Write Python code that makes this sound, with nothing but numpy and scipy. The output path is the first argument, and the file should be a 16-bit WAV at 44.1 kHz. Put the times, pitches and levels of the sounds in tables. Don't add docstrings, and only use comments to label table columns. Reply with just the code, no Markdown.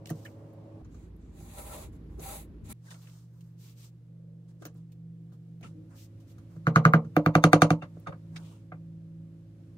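import sys
import numpy as np
from scipy import signal
from scipy.fft import rfft, irfft, next_fast_len
from scipy.io import wavfile
from scipy.ndimage import uniform_filter1d

SR = 44100
rng = np.random.default_rng(int(sys.argv[2]) if len(sys.argv) > 2 else 0)


def to_wav(s):
    ch = np.atleast_2d(s).T
    pcm = np.round(np.clip(ch, -1, 1) * 32767)
    wavfile.write(sys.argv[1], SR, pcm.astype(np.int16))


def volts(x):
    e = np.asarray(x, float) / 20
    return 10 ** e


N = 430857
TIME = np.arange(N) / SR

CUTS_S = [0, .822, 2.728, 5.625, 9.78]
# frequency in Hz, rms level in dB.
MOTOR_LINES = [
    [(107.7, -51), (161.5, -63), (317.6, -58.5), (425.3, -66.5), (554.5, -62.5)],
    [(53.8, -50.5), (166.9, -60), (215.3, -64), (300, -67)],
    [(118.4, -51), (166.9, -55.5), (290.7, -73), (349.9, -76.5), (468.3, -81), (527.6, -86.5), (721.4, -94)],
    [(53.8, -69), (107.7, -51.5), (161.5, -48), (274.5, -65.5), (328.4, -63.5), (479.1, -83.5),
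     (543.7, -74.5)],
]
# frequency in Hz, density in dB per Hz.
AIR_SPECTRA = [
    [(15, -44), (25, -17), (59, -16), (108, -2), (206, -9), (335, -9), (384, -17), (560, -13), (796, -20.5),
     (1160, -28), (1370, -36), (14400, -58.5), (16000, -66)],
    [(15, -51), (25, -15), (70, -0.5), (249, -13.5), (301, -9.5), (695, -34), (988, -36), (2110, -44.5),
     (4250, -52), (7920, -61), (9070, -63), (11600, -54), (16000, -94)],
    [(15, -52), (25, -34), (64, 0), (102, -10), (170, 6), (195, -8), (229, -12), (344, -12.5), (416, -25),
     (463, -18), (796, -31.5), (8590, -45.5), (16000, -50)],
    [(15, -51), (25, -26.5), (55, -18.5), (97, -5), (166, -6.5), (223, -15), (335, -18.5), (405, -26),
     (545, -25.5), (863, -38), (1100, -39), (14400, -56), (16000, -78.5)],
]
# rms level in dB, one per stretch.
AIR_LEVELS_DB = [-51, -49.5, -57.5, -55]
# frequency in Hz, one per stretch.
RUMBLE_EDGES_HZ = [45, 22, 48, 45.5]
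# time in seconds, level in dB.
BOOM_SWELL = [(.8, -57), (1.05, -53.5), (1.25, -58), (1.9, -60.5), (2.05, -51), (2.3, -57.5), (2.6, -55),
              (2.9, -58.5), (3.37, -54.5), (3.76, -54.5), (4.28, -52), (5.31, -47), (5.62, -50.5),
              (5.84, -50.5), (6.14, -66), (6.4, -54), (6.62, -47.5), (7.85, -49.5), (8.06, -57),
              (8.36, -44), (8.56, -55.5), (8.93, -43), (9.24, -44), (9.49, -54), (9.77, -47.5)]
# frequency in Hz, one per stretch.
BOOM_LINES_HZ = [156, 166, 166.2, 164.4]
# share of its dB, one per stretch.
BOOM_FOLLOW = [0, 0.14, 1, 0.034]
BOOM_FLUTTER_DB = 4

# frequency in Hz, density in dB per Hz.
SKIN_SPECTRA = [
    [(240, -27), (400, -4.5), (814, -6.5), (1030, -3), (1350, -4), (2360, -1.5), (3120, -8.5), (3810, -3.5),
     (5430, -11.5), (6740, 1), (9040, -1.5), (9760, -8.5), (12100, -19.5), (13900, -36), (16000, -10)],
    [(240, -68), (400, -10), (536, -11.5), (742, -15.5), (921, -9.5), (1330, -1.5), (2710, 4.5), (15000, 5),
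     (16000, 1)],
]
# start in seconds, length in seconds, hiss in dB,
# fine top in dB re hiss, drag of the tile body in dB re hiss.
HAND_SLIDES = [(.08, 0.33, -65, -7, 2), (.3, 0.37, -81, -8, 15), (.87, 0.27, -70, -8, 0),
               (1.15, 0.31, -77, -14, 7), (1.3, 0.49, -58.5, -1, 2.5), (1.5, 0.38, -53.5, 3, 5),
               (1.68, 0.24, -51.5, -2, 4.5), (1.91, 0.081, -70, -1, 3), (2.04, 0.35, -77, -3, 11),
               (2.17, 0.31, -45.5, 3, 2.5), (2.63, 0.11, -59.5, -5, 0), (2.68, 0.11, -48, 2.5, -1),
               (2.8, 0.27, -63, -10, 3.5), (2.93, 0.4, -64.5, -7, 1), (3.25, 0.37, -77.5, -3, 6),
               (3.56, 0.23, -61.5, -4.5, -5), (3.745, 0.18, -59, -6, -6), (4.47, 0.072, -75, -15, 8),
               (4.58, 0.16, -69.5, -18, 4), (5.88, 0.13, -70, -11, 12), (5.94, 0.16, -59, -5, -13),
               (6.26, 0.1, -67, -6, -7), (6.47, 0.16, -75, -6, 10.5), (7.9, 0.23, -77.5, -16, 10),
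               (8.27, 0.42, -66.5, -11, 11.5)]
# start in seconds, length in seconds, hiss in dB,
# fine top in dB re hiss, drag of the tile body in dB re hiss.
SKIN_LANDINGS = [(.052, 0.092, -54, 0, -5), (.245, 0.037, -57, -3, -21), (2.9, 0.052, -49, -14, 4),
                 (3.405, 0.022, -63, -8, -5), (4.74, 0.12, -70, -11, 9), (4.915, 0.035, -65, -3, -1),
                 (6.195, 0.052, -65, -6, 2), (5.315, 0.065, -69, -5, 12), (5.622, 0.12, -57, -14, 11),
                 (7.815, 0.059, -76, -28, 39), (8.065, 0.058, -71, -29.5, 30.5),
                 (8.358, 0.031, -74, -25, -27), (8.715, 0.077, -86, -27, 29)]
SLIDE_RISE, SLIDE_LIFT = 0.23, 0.39
LANDING_RISE, LANDING_FADE_DB = 0.18, 8.5
# low edge in Hz, high edge in Hz, level in dB re hiss.
GRIT_BAND = (1140, 4000, -5.5)
# frequency in Hz, width in Hz, level in dB.
TILE_HOLLOWS = [(612, 65, -0.5), (786, 40, 2), (956, 33, -6), (1330, 40, -4.5)]
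HOLLOW_DB, HOLLOW_PATCH_DB = -1.5, 7.5
# start in seconds, length in seconds, level in dB,
# centre in Hz, spread as a frequency ratio.
GLUE_SNAPS = [(0.057, 0.0058, -48, 3480, 2.1), (0.071, 0.0069, -52, 3500, 2.3),
              (0.072, 0.012, -60, 2900, 1), (0.093, 0.0043, -49, 3540, 2.6),
              (0.096, 0.0098, -49, 1860, 1.03), (0.253, 0.015, -47.5, 1770, 1.06),
              (.26, 0.012, -50, 2010, 1.16), (.261, 0.016, -56, 2920, 1.08),
              (2.182, 0.022, -45.5, 385, 0.75), (2.867, 0.019, -61, 1900, 1.07),
              (2.883, 0.019, -61, 1560, 0.87), (2.912, 0.017, -51.5, 1850, 1.13),
              (2.913, .016, -59, 3550, 0.87), (2.923, .012, -62, 1560, 0.91), (2.942, .006, -57, 3000, 1.5),
              (3.055, 0.013, -70, 2500, 1.3), (3.071, 0.0076, -56.5, 2620, 1.26),
              (3.097, 0.0052, -65, 3200, 1.4), (4.054, 0.66, -71, 505, 1.18),
              (4.652, .006, -44, 14800, 1.04), (4.663, .012, -51, 14400, 0.88),
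              (5.72, 0.17, -66.5, 482, 0.86), (5.608, .007, -69, 3000, 1.6),
              (5.625, 0.061, -56.5, 2350, 1.27), (5.641, 0.035, -57, 1300, 1.03),
              (7.815, 0.029, -56, 2720, 0.87), (7.968, 0.011, -64, 1004, 1.1),
              (8.063, 0.016, -46, 1250, 1.15), (8.067, 0.033, -43.5, 760, 1.15),
              (8.087, 0.039, -44.5, 537, 1.09), (8.122, 0.016, -48, 1190, 1.2),
              (8.124, .008, -62, 2580, 1.1), (8.361, 0.01, -45.5, 2110, 1.17),
              (8.359, 0.03, -49, 3200, 1.6), (8.4, 0.24, -64.5, 2000, 1.74),
              (8.722, 0.0051, -60, 2200, 1.3), (4.652, 0.005, -50, 2500, 2.7),
              (4.62, .008, -64, 3500, 1.04), (.27, .03, -60, 2000, 1.26)]
# start in seconds, length in seconds, level in dB,
# centre in Hz, spread as a frequency ratio.
PALM_SHOVES = [(.83, 0.09, -49, 83.4, 0.83), (1.31, .07, -52, 63, 1.04), (1.385, 0.079, -48, 162, 1.05),
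               (1.84, .08, -52, 85, 1), (2.14, 0.077, -52, 59, 1.24), (2.48, 0.085, -52, 75, 1.3),
               (2.62, 0.1, -42.5, 70.6, 1.4), (2.691, 0.048, -46.5, 238, 1.15),
               (4.61, 0.05, -52.5, 321, 1.12), (5.633, 0.063, -46, 123, 1.33), (5.74, 0.19, -54, 315, 0.74),
               (8.085, 0.025, -40, 135, 1.13)]
STROKE, BIGGEST_SLIP = 0.22, 6

# time in seconds, crack in dB, crack pitch in Hz,
# tile body in dB re crack, tick in dB re crack.
FINGER_TOUCHES = [(0.099, -42.5, 1790, -13, 2.5), (0.1035, -41.5, 900, 6.5, -25),
                  (0.258, -52, 1940, -32, -11), (0.846, -58.5, 970, -11, -3), (0.944, -56.5, 880, -7, -4),
                  (1.4074, -65, 1350, 12, 5), (2.194, -53.5, 935, 7, 8), (2.942, -49, 2040, -16, -7),
                  (3.073, -53, 2000, -32, -7), (4.6208, -44.5, 1430, -4, -10),
                  (4.6516, -39.5, 1560, -5.5, -0.5), (5.61, -55.5, 2100, 1, -8), (5.629, -46, 2500, -7, -6),
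                  (6.381, -55, 1360, -23, -4), (7.821, -34.5, 1140, -9, -22.5),
                  (7.9661, -60.5, 934, 8.5, -22), (8.069, -29.5, 1110, -17.5, -23.5),
                  (8.1269, -40.5, 920, -13, -39), (8.3626, -41.5, 2300, -23, -13),
                  (8.7187, -37.5, 1330, -12, -44)]
TOUCH_BOOM_DB = 3.5
# time in seconds, crack in dB.
PALM_THUMPS = [
    (0.1032, -50),
    (4.7493, -66),
    (5.3187, -63),
    (5.6348, -57.5),
    (6.561, -56.5),
    (7.045, -51.5),
]
THUMP_HZ, THUMP_BOOM_DB, THUMP_BODY_DB, THUMP_TICK_DB = 1270, 24.5, 3, -12.5
# time in seconds, crack in dB, then wall boom, tile middle and tick in dB re crack.
KNUCKLE_RAPS = [(6.6687, -12.5, 1, -12.5, -24), (6.7595, -5.5, 0, -18.5, -22),
                (6.852, -5, -1, -17.5, -24.5), (6.936, -5.5, -2.5, -15.5, -29.5),
                (7.1651, -15, -7, -7.5, -21), (7.261, -12.5, -3, -12.5, -24), (7.352, -9.5, -5, -13.5, -18),
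                (7.439, -7, -8, -14, -11), (7.531, -5, -12, -15, -13.5), (7.6192, -5.5, -9.5, -15.5, -10.5),
                (7.7042, -15.5, -2, -11, -12)]
# frequency in Hz, level in dB, t60 in seconds.
WALL_MODES = [
    [(128, -5.5, 0.16), (159.2, 1, 0.16), (222.6, -18, 0.3), (296, -21, 0.27), (318.7, -7.5, 0.096),
     (429, -16, 0.079), (458, -24, 0.34), (525, -22.5, 0.12), (568, -20.5, 0.131), (651.6, -28, 0.15),
     (711, -16.5, 0.06), (760, -25.5, 0.066), (1130, -30, 0.075), (1213, -16.5, 0.07), (1346, -26.5, 0.06),
     (1578, -20.5, .05), (1776, -32.5, .05), (2000, -32, .05), (2090, -27.5, 0.05), (880, -39.5, .2),
     (1440, -26.5, .05), (75, -20.5, .1)],
    [(110.5, 1, 0.13), (159.9, 9, 0.15), (226.2, -17, 0.18), (297, -10.5, 0.18), (335, -15, 0.087),
     (432, -15.5, 0.083), (475.5, -18.5, 0.15), (520, -15, 0.12), (581, -16.5, 0.16), (669, -26, 0.17),
     (725, -10, 0.074), (880, -38, 0.3), (1110, -31, .08), (1217, -15.5, 0.06), (1300, -20.5, 0.065),
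     (1380, -23.5, 0.058), (1576, -26, 0.05), (1686, -28.5, 0.035), (2107, -35, 0.04), (2295, -31, 0.04),
     (1530, -27.5, .04), (65, -8, .12)],
]
# level in dB re tile middle, one per spot.
SECOND_MODE_DB = [-2.5, 7.5]
# frequency in Hz, width in Hz, level in dB,
# lead of the left microphone in radians.
CRACK_MODES = [
    [(1372, 370, -3.5, 2.04), (1790, 1100, -6.5, 2.5), (2110, 180, -23, 4), (4170, 970, -11, 1),
     (6300, 3400, 4, 4), (8450, 2000, -9.5, -3), (14860, 2500, -0.5, 0.7)],
    [(1360, 700, -4.5, 1.74), (2040, 330, -12.5, 2.5), (2370, 300, -14, 4), (2710, 310, -12, 4),
     (3618, 400, -9, -1), (4466, 440, -9.5, 1.5), (6360, 1000, -3, 1.3), (8700, 2200, -4, -1.2),
     (14500, 2200, 8, -0.7), (5600, 600, -10.5, -1.5)],
]
# frequency in Hz, t60 in seconds, level in dB.
ROOM_BANDS = [(500, 0.23, -23.5), (680, .16, -22), (900, 0.2, -32.5), (1169, 0.16, -21), (1420, 0.09, -16),
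              (1750, 0.09, -24.5), (2100, 0.12, -28), (2900, 0.1, -20.5), (4150, 0.1, -22),
              (5900, 0.095, -16.5), (7400, .1, -17.5), (8600, 0.087, -15.5), (12500, 0.033, -11.5),
              (14600, .07, -18)]
MOVE_S = 7.1
BEAT_HZ, BEAT_DEPTH = 27.3, .6
SCUFF_S, SCUFF_SHARE = 0.015, 0.98
FORE_S, FORE_DB = .006, -21
THIN_DB = -10.5
WALL_CREST_S = .0098
CONTACT_S, TILE_LEAD = .0013, 1.15

# time in seconds, level in dB.
GLUE_TICKS = [(0.5327, -64), (0.1013, -37.5), (1.1638, -64), (5.61, -62), (6.385, -65), (4.621, -58),
              (4.652, -56), (4.665, -61), (4.743, -65), (4.772, -66), (7.301, -74), (7.9987, -57)]
# frequency in Hz, mean half width in Hz, wander in Hz,
# start in seconds, end in seconds.
SPECTRAL_GAPS = [(2700, 70, 40, 1.415, 1.445), (3050, 40, 60, 1.42, 1.63), (5200, 170, 150, 1.44, 1.6),
                 (5450, 200, 120, 2.205, 2.325), (5450, 150, 40, 2.37, 2.4), (5850, 0, 80, 1.64, 2),
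                 (9100, 480, 260, .822, 2.728), (13750, 600, 130, .822, 2.728)]

NEAR_LEFT = np.array([[.5], [-.5]])


def unit(x):
    return x / np.sqrt(np.mean(x ** 2))


def band(x, lo_hz, hi_hz):
    return signal.sosfilt(signal.butter(2, [lo_hz, min(hi_hz, .45 * SR)], "band", fs=SR, output="sos"), x)


def walk(rate, part=slice(0, N)):
    k = int(SR / rate)
    held = np.repeat(rng.standard_normal(N // k + 1), k)[part]
    return 0.64 * uniform_filter1d(uniform_filter1d(held, k), k)


def pair(length, alike_hz):
    size = next_fast_len(length)
    mid, side = rfft(rng.standard_normal((2, size)))
    apart = 1 / (1 + (alike_hz / np.linspace(1, SR / 2, len(mid))) ** 2)
    both = np.array([mid + apart * side, mid - apart * side]) / np.sqrt(1 + apart ** 2)
    return irfft(both, size)[:, :length]


def colour(x, points):
    size = next_fast_len(x.shape[-1])
    hz, db = np.transpose(points)
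    gain = volts(np.interp(np.log(np.linspace(1, SR / 2, size // 2 + 1)), np.log(hz), db))
    return irfft(rfft(x, size) * gain, size)[..., :x.shape[-1]]


def during(t0, t1):
    return np.clip((TIME - t0) / .003 + .5, 0, 1) * np.clip((t1 - TIME) / .003 + .5, 0, 1)


def fan():
    out = np.zeros((2, N))
    gust, flutter = walk(3), walk(9)
    lag = np.array([[-.08], [.08]])
    stretches = zip(CUTS_S, CUTS_S[1:], MOTOR_LINES, AIR_SPECTRA, AIR_LEVELS_DB, BOOM_LINES_HZ,
                    RUMBLE_EDGES_HZ, BOOM_FOLLOW)
    for t0, t1, lines, air, air_db, boom_hz, edge_hz, follow in stretches:
        part = slice(max(int(t0 * SR) - 200, 0), min(int(t1 * SR) + 200, N))
        t = TIME[part]
        rumble = band(unit(colour(pair(len(t), 540), air)), edge_hz, SR)
        sound = rumble * volts(air_db + 3.5 * gust[part] + flutter[part])
        boom_db = np.interp(t, *np.transpose(BOOM_SWELL)) - 1
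        swell_db = follow * (boom_db - boom_db.mean())
        boom_db = boom_db + BOOM_FLUTTER_DB * flutter[::-1][part]
        others = [row for row in lines if abs(row[0] - boom_hz) > 12]
        for hz, line_db in [(boom_hz, boom_db)] + others:
            level = np.sqrt(2) * volts(line_db + swell_db * (hz > 250) + .9 * walk(4, part))
            sound += level * np.sin(2 * np.pi * hz * t + .3 * walk(5, part) - lag)
        out[:, part] += sound * during(t0 - (t0 == 0), t1)[part]
    return out * volts(-NEAR_LEFT)


def hand_pressure(u, lands):
    if lands:
        fade = volts(-LANDING_FADE_DB * u / 2) * np.sqrt(np.maximum(1 - u, 0))
        return np.minimum(u / LANDING_RISE, 1) * fade
    return np.clip(np.minimum(u / SLIDE_RISE, (1 - u) / SLIDE_LIFT), 0, 1)


def rubbing():
    strength_db = 2.2 * np.minimum(rng.exponential(size=N), BIGGEST_SLIP) + 1.8 * walk(70)
    slips = pair(N, 410) * volts(strength_db)
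    hiss_patch, top_patch, drag_patch = walk(35), walk(40), 3 * walk(40)
    out = np.zeros((2, N))
    rubs = [(*row, False) for row in HAND_SLIDES] + [(*row, True) for row in SKIN_LANDINGS]
    for s, length, hiss_db, top_db, drag_db, lands in rubs:
        part = slice(int(s * SR), int((s + length) * SR))
        pressure = hand_pressure((TIME[part] - s) / length, lands)
        cut = min(c for c in CUTS_S if c > s + length / 4)
        on_tape = CUTS_S[1] < s < CUTS_S[2]
        patch = top_patch[part]
        x = colour(slips[:, part], SKIN_SPECTRA[0 if on_tape else 1])
        hiss = unit(band(x, 1700, 8800)) * volts(hiss_patch[part] - 1)
        hiss = hiss + STROKE * patch * unit(band(x, 2200, 4600))
        top = unit(band(x, 11000, 14700)) * volts(top_db + patch)
        drag = unit(band(x, 430, 947)) * volts(drag_db - 7.5 + drag_patch[part])
        if on_tape:
            for k, (hz, width, db) in enumerate(TILE_HOLLOWS):
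                hollow_db = HOLLOW_DB + db + HOLLOW_PATCH_DB * np.roll(top_patch, k * SR)[part]
                hollow = unit(band(x, hz - width / 2, hz + width / 2))
                drag = drag + hollow * volts(drag_db - 14.5 + hollow_db)
        if lands:
            lo_hz, hi_hz, grit_db = GRIT_BAND
            hiss = hiss + unit(band(x, lo_hz, hi_hz)) * volts(grit_db + patch)
        out[:, part] += volts(hiss_db) * pressure ** 2 * (hiss + top + drag) * (TIME[part] < cut)
    return out + snaps_and_shoves(slips)


def snaps_and_shoves(slips):
    out = np.zeros((2, N))
    for s, length, db, hz, spread in GLUE_SNAPS + PALM_SHOVES:
        part = slice(int(s * SR), int((s + length) * SR))
        spread = max(spread, 1.02)
        run_in = slips[:, part.start - 999:part.stop]
        burst = unit(band(run_in, hz / spread, hz * spread))[:, 999:]
        out[:, part] += volts(db) * burst * np.sin(np.pi * ((TIME[part] - s) / length).clip(0, 1) ** .5)
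    return out


def hardness(hz, tick_db, nail_db):
    return nail_db if hz > 12000 else tick_db * np.interp(hz, [2300, 3000, 4800, 6000], [0, .6, .6, 1])


def smear(x, tau_s):
    grit = rng.standard_normal(SR // 10) * np.exp(-TIME[:SR // 10] / tau_s)
    return signal.fftconvolve(x, [grit / np.sqrt(np.sum(grit ** 2))])


def room_tail(echo, t):
    tail = []
    for hz, t60, db in ROOM_BANDS:
        noise = unit(band(band(echo, hz / 1.16, hz * 1.14), hz / 1.16, hz * 1.14))
        tail.append(volts(db - 60 * t / t60) * (1 - np.exp(-t / 0.0019)) * noise)
    return tail


def contact_crack(spot, early, pitch, tick_db, nail_db, luck):
    crack = 0
    for k, (hz, width, part_db, ahead) in enumerate(CRACK_MODES[spot]):
        level = volts(part_db + hardness(hz, tick_db, nail_db) + 2 * luck[k + 9] * (k > 0))
        hz = hz if hz > 2500 else hz * pitch
        u = np.pi * width * pitch * early
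        swell = (np.e * u / 2) ** 2 * np.exp(-u)
        crack = crack + level * swell * np.sin(2 * np.pi * hz * early + ahead * NEAR_LEFT)
    return crack


def wall_ring(spot, t, pitch, boom_db, second_db, middle_db, lead, luck, scatter):
    ring = 0
    for k, (hz, mode_db, t60) in enumerate(WALL_MODES[spot]):
        group_db = np.interp(hz, [164.0, 315, 574.6, 990], [boom_db, second_db + 12, middle_db + 15.0, 10])
        t60 = min(t60, 55 / hz + .01) if hz > 1150 else t60
        build = 1 - np.exp(-(t * hz / 1.8) ** 2)
        turn = min((hz / 750) ** 3, 1.2) * lead[spot, k] * NEAR_LEFT
        if hz < 350:
            detuned = 2 * np.pi * hz * (1 + 0.0044 * luck[k])
            phase = detuned * (t - WALL_CREST_S) + np.pi / 2 + turn
        elif hz > 1000:
            group_db += 2 * THIN_DB * max(pitch - 1, 0)
            together = 2 * np.pi * CRACK_MODES[spot][0][0] * CONTACT_S + TILE_LEAD * NEAR_LEFT
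            phase = 2 * np.pi * hz * (1 + .004 * luck[k]) * (t - CONTACT_S) + together
        else:
            phase = 2 * np.pi * hz * (1 + 0.0031 * luck[k]) * t + 2.0 * lead[1 - spot, k] + turn
        if 400 < hz < 1150:
            beat = 2 * np.pi * BEAT_HZ * (1 + .25 * lead[spot, -k]) * t + .5 * luck[-k]
            build = build * (1 + BEAT_DEPTH * np.cos(beat))
        level = volts(mode_db + group_db + 1.5 * luck[k] - 60 * t / t60)
        ring = ring + level * build * np.sin(phase + scatter * luck[-k])
    return ring


def knocks(events, scatter, ring_db, wet_db, scuff, size):
    out, t = np.zeros((2, N + SR)), TIME[:size]
    early = t[:SR // 20]
    grit_len = SR // 10 - 1
    echoes = [pair(len(t), 900) for spot in WALL_MODES]
    tails = [room_tail(echo, t) for echo in echoes]
    lead = rng.standard_normal((2, 30))
    chance = rng.standard_normal((len(events), 30))
    for (s, db, pitch, boom_db, second_db, middle_db, tick_db, nail_db), luck in zip(events, chance):
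        spot = int(s > MOVE_S)
        crack = contact_crack(spot, early, pitch, tick_db, nail_db, luck)
        fore = volts(db + FORE_DB) * smear(crack[:, ::-1], FORE_S)[:, ::-1]
        clean = np.pad(crack, ((0, 0), (0, grit_len)))
        crack = np.sqrt(1 - scuff) * clean + np.sqrt(scuff) * smear(crack, SCUFF_S)
        ring = wall_ring(spot, t, pitch, boom_db, second_db, middle_db, lead, luck, scatter)
        wet = 0
        for (hz, *_), part in zip(ROOM_BANDS, tails[spot]):
            thin_db = THIN_DB * max(pitch - 1, 0) * (hz < 1400)
            wet = wet + volts(hardness(hz, tick_db, nail_db) + thin_db) * part
        at = int(s * SR)
        out[:, at:at + len(t)] += volts(db) * (volts(ring_db) * ring * volts(-NEAR_LEFT) + volts(wet_db) * wet)
        out[:, at:at + crack.shape[1]] += volts(db) * crack
        lost = max(grit_len - at, 0)
        out[:, at + lost - grit_len:at + len(early)] += fore[:, lost:]
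    return out[:, :N]


def ticks():
    shape, t = np.zeros(N), TIME[:SR // 10]
    for s, db in GLUE_TICKS:
        shape[int(s * SR):][:len(t)] += volts(db - 6 - 60 * t / .035)
    return shape * unit(band(pair(N, SR / 4), 9500, 16000))


def sparse_spectrum(x, grit):
    f, s, z = signal.stft(x, SR, nperseg=1024)
    f = f[:, None]
    at = np.minimum((s * SR).astype(int), N - 1)
    near = uniform_filter1d(abs(z), size=15, axis=1) + 1e-12
    z = z * np.where(f > 500, (abs(z) / near) ** grit, 1)
    faint = near[:, 330:360].mean(axis=1, keepdims=True) < volts(-118)
    z = z * ~((f > 14900) & faint)
    at = at // 2048 * 2048
    for hz, half, wander, t0, t1 in SPECTRAL_GAPS:
        clear = abs(f - hz - wander * walk(9)[at]) > half + wander * walk(20)[at]
        z = z * (clear | (s < t0) | (s > t1))
    return signal.istft(z, SR, nperseg=1024)[1][:, :N]


def scene():
    low_pass = signal.ellip(8, .2, 70, 15650, fs=SR, output="sos")
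    steady = signal.sosfilt(low_pass, fan() + rubbing() + ticks())
    raps = [(s, db, 1, boom, tile + SECOND_MODE_DB[int(s > MOVE_S)], tile, tick, -28)
            for s, db, boom, tile, tick in KNUCKLE_RAPS]
    light = [(s, db, hz, body + TOUCH_BOOM_DB, body, tick) for s, db, hz, body, tick in FINGER_TOUCHES]
    light += [(s, db, THUMP_HZ, THUMP_BOOM_DB, THUMP_BODY_DB, THUMP_TICK_DB) for s, db in PALM_THUMPS]
    touches = [(s, db, hz / 1300, boom, body, body - 4, tick, 2 * tick - 14)
               for s, db, hz, boom, body, tick in light]
    soft = knocks(touches, scatter=1.49, ring_db=1.2, wet_db=4.1, scuff=SCUFF_SHARE, size=SR // 5)
    quiet = sparse_spectrum(steady + soft, 0.14)
    return quiet + knocks(raps, scatter=0.29, ring_db=0.09, wet_db=0.13, scuff=0, size=SR // 4)


def top_cut(x):
    return signal.sosfilt(signal.butter(12, 17010, fs=SR, output="sos"), x)


def record(dry):
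    limited = dry / (1 + abs(dry / 0.97) ** 8) ** (1 / 8)
    mix = signal.sosfilt(signal.ellip(6, .3, 60, 16600, fs=SR, output="sos"), limited)
    return top_cut(mix)


dry = scene()
out = record(dry)
to_wav(out)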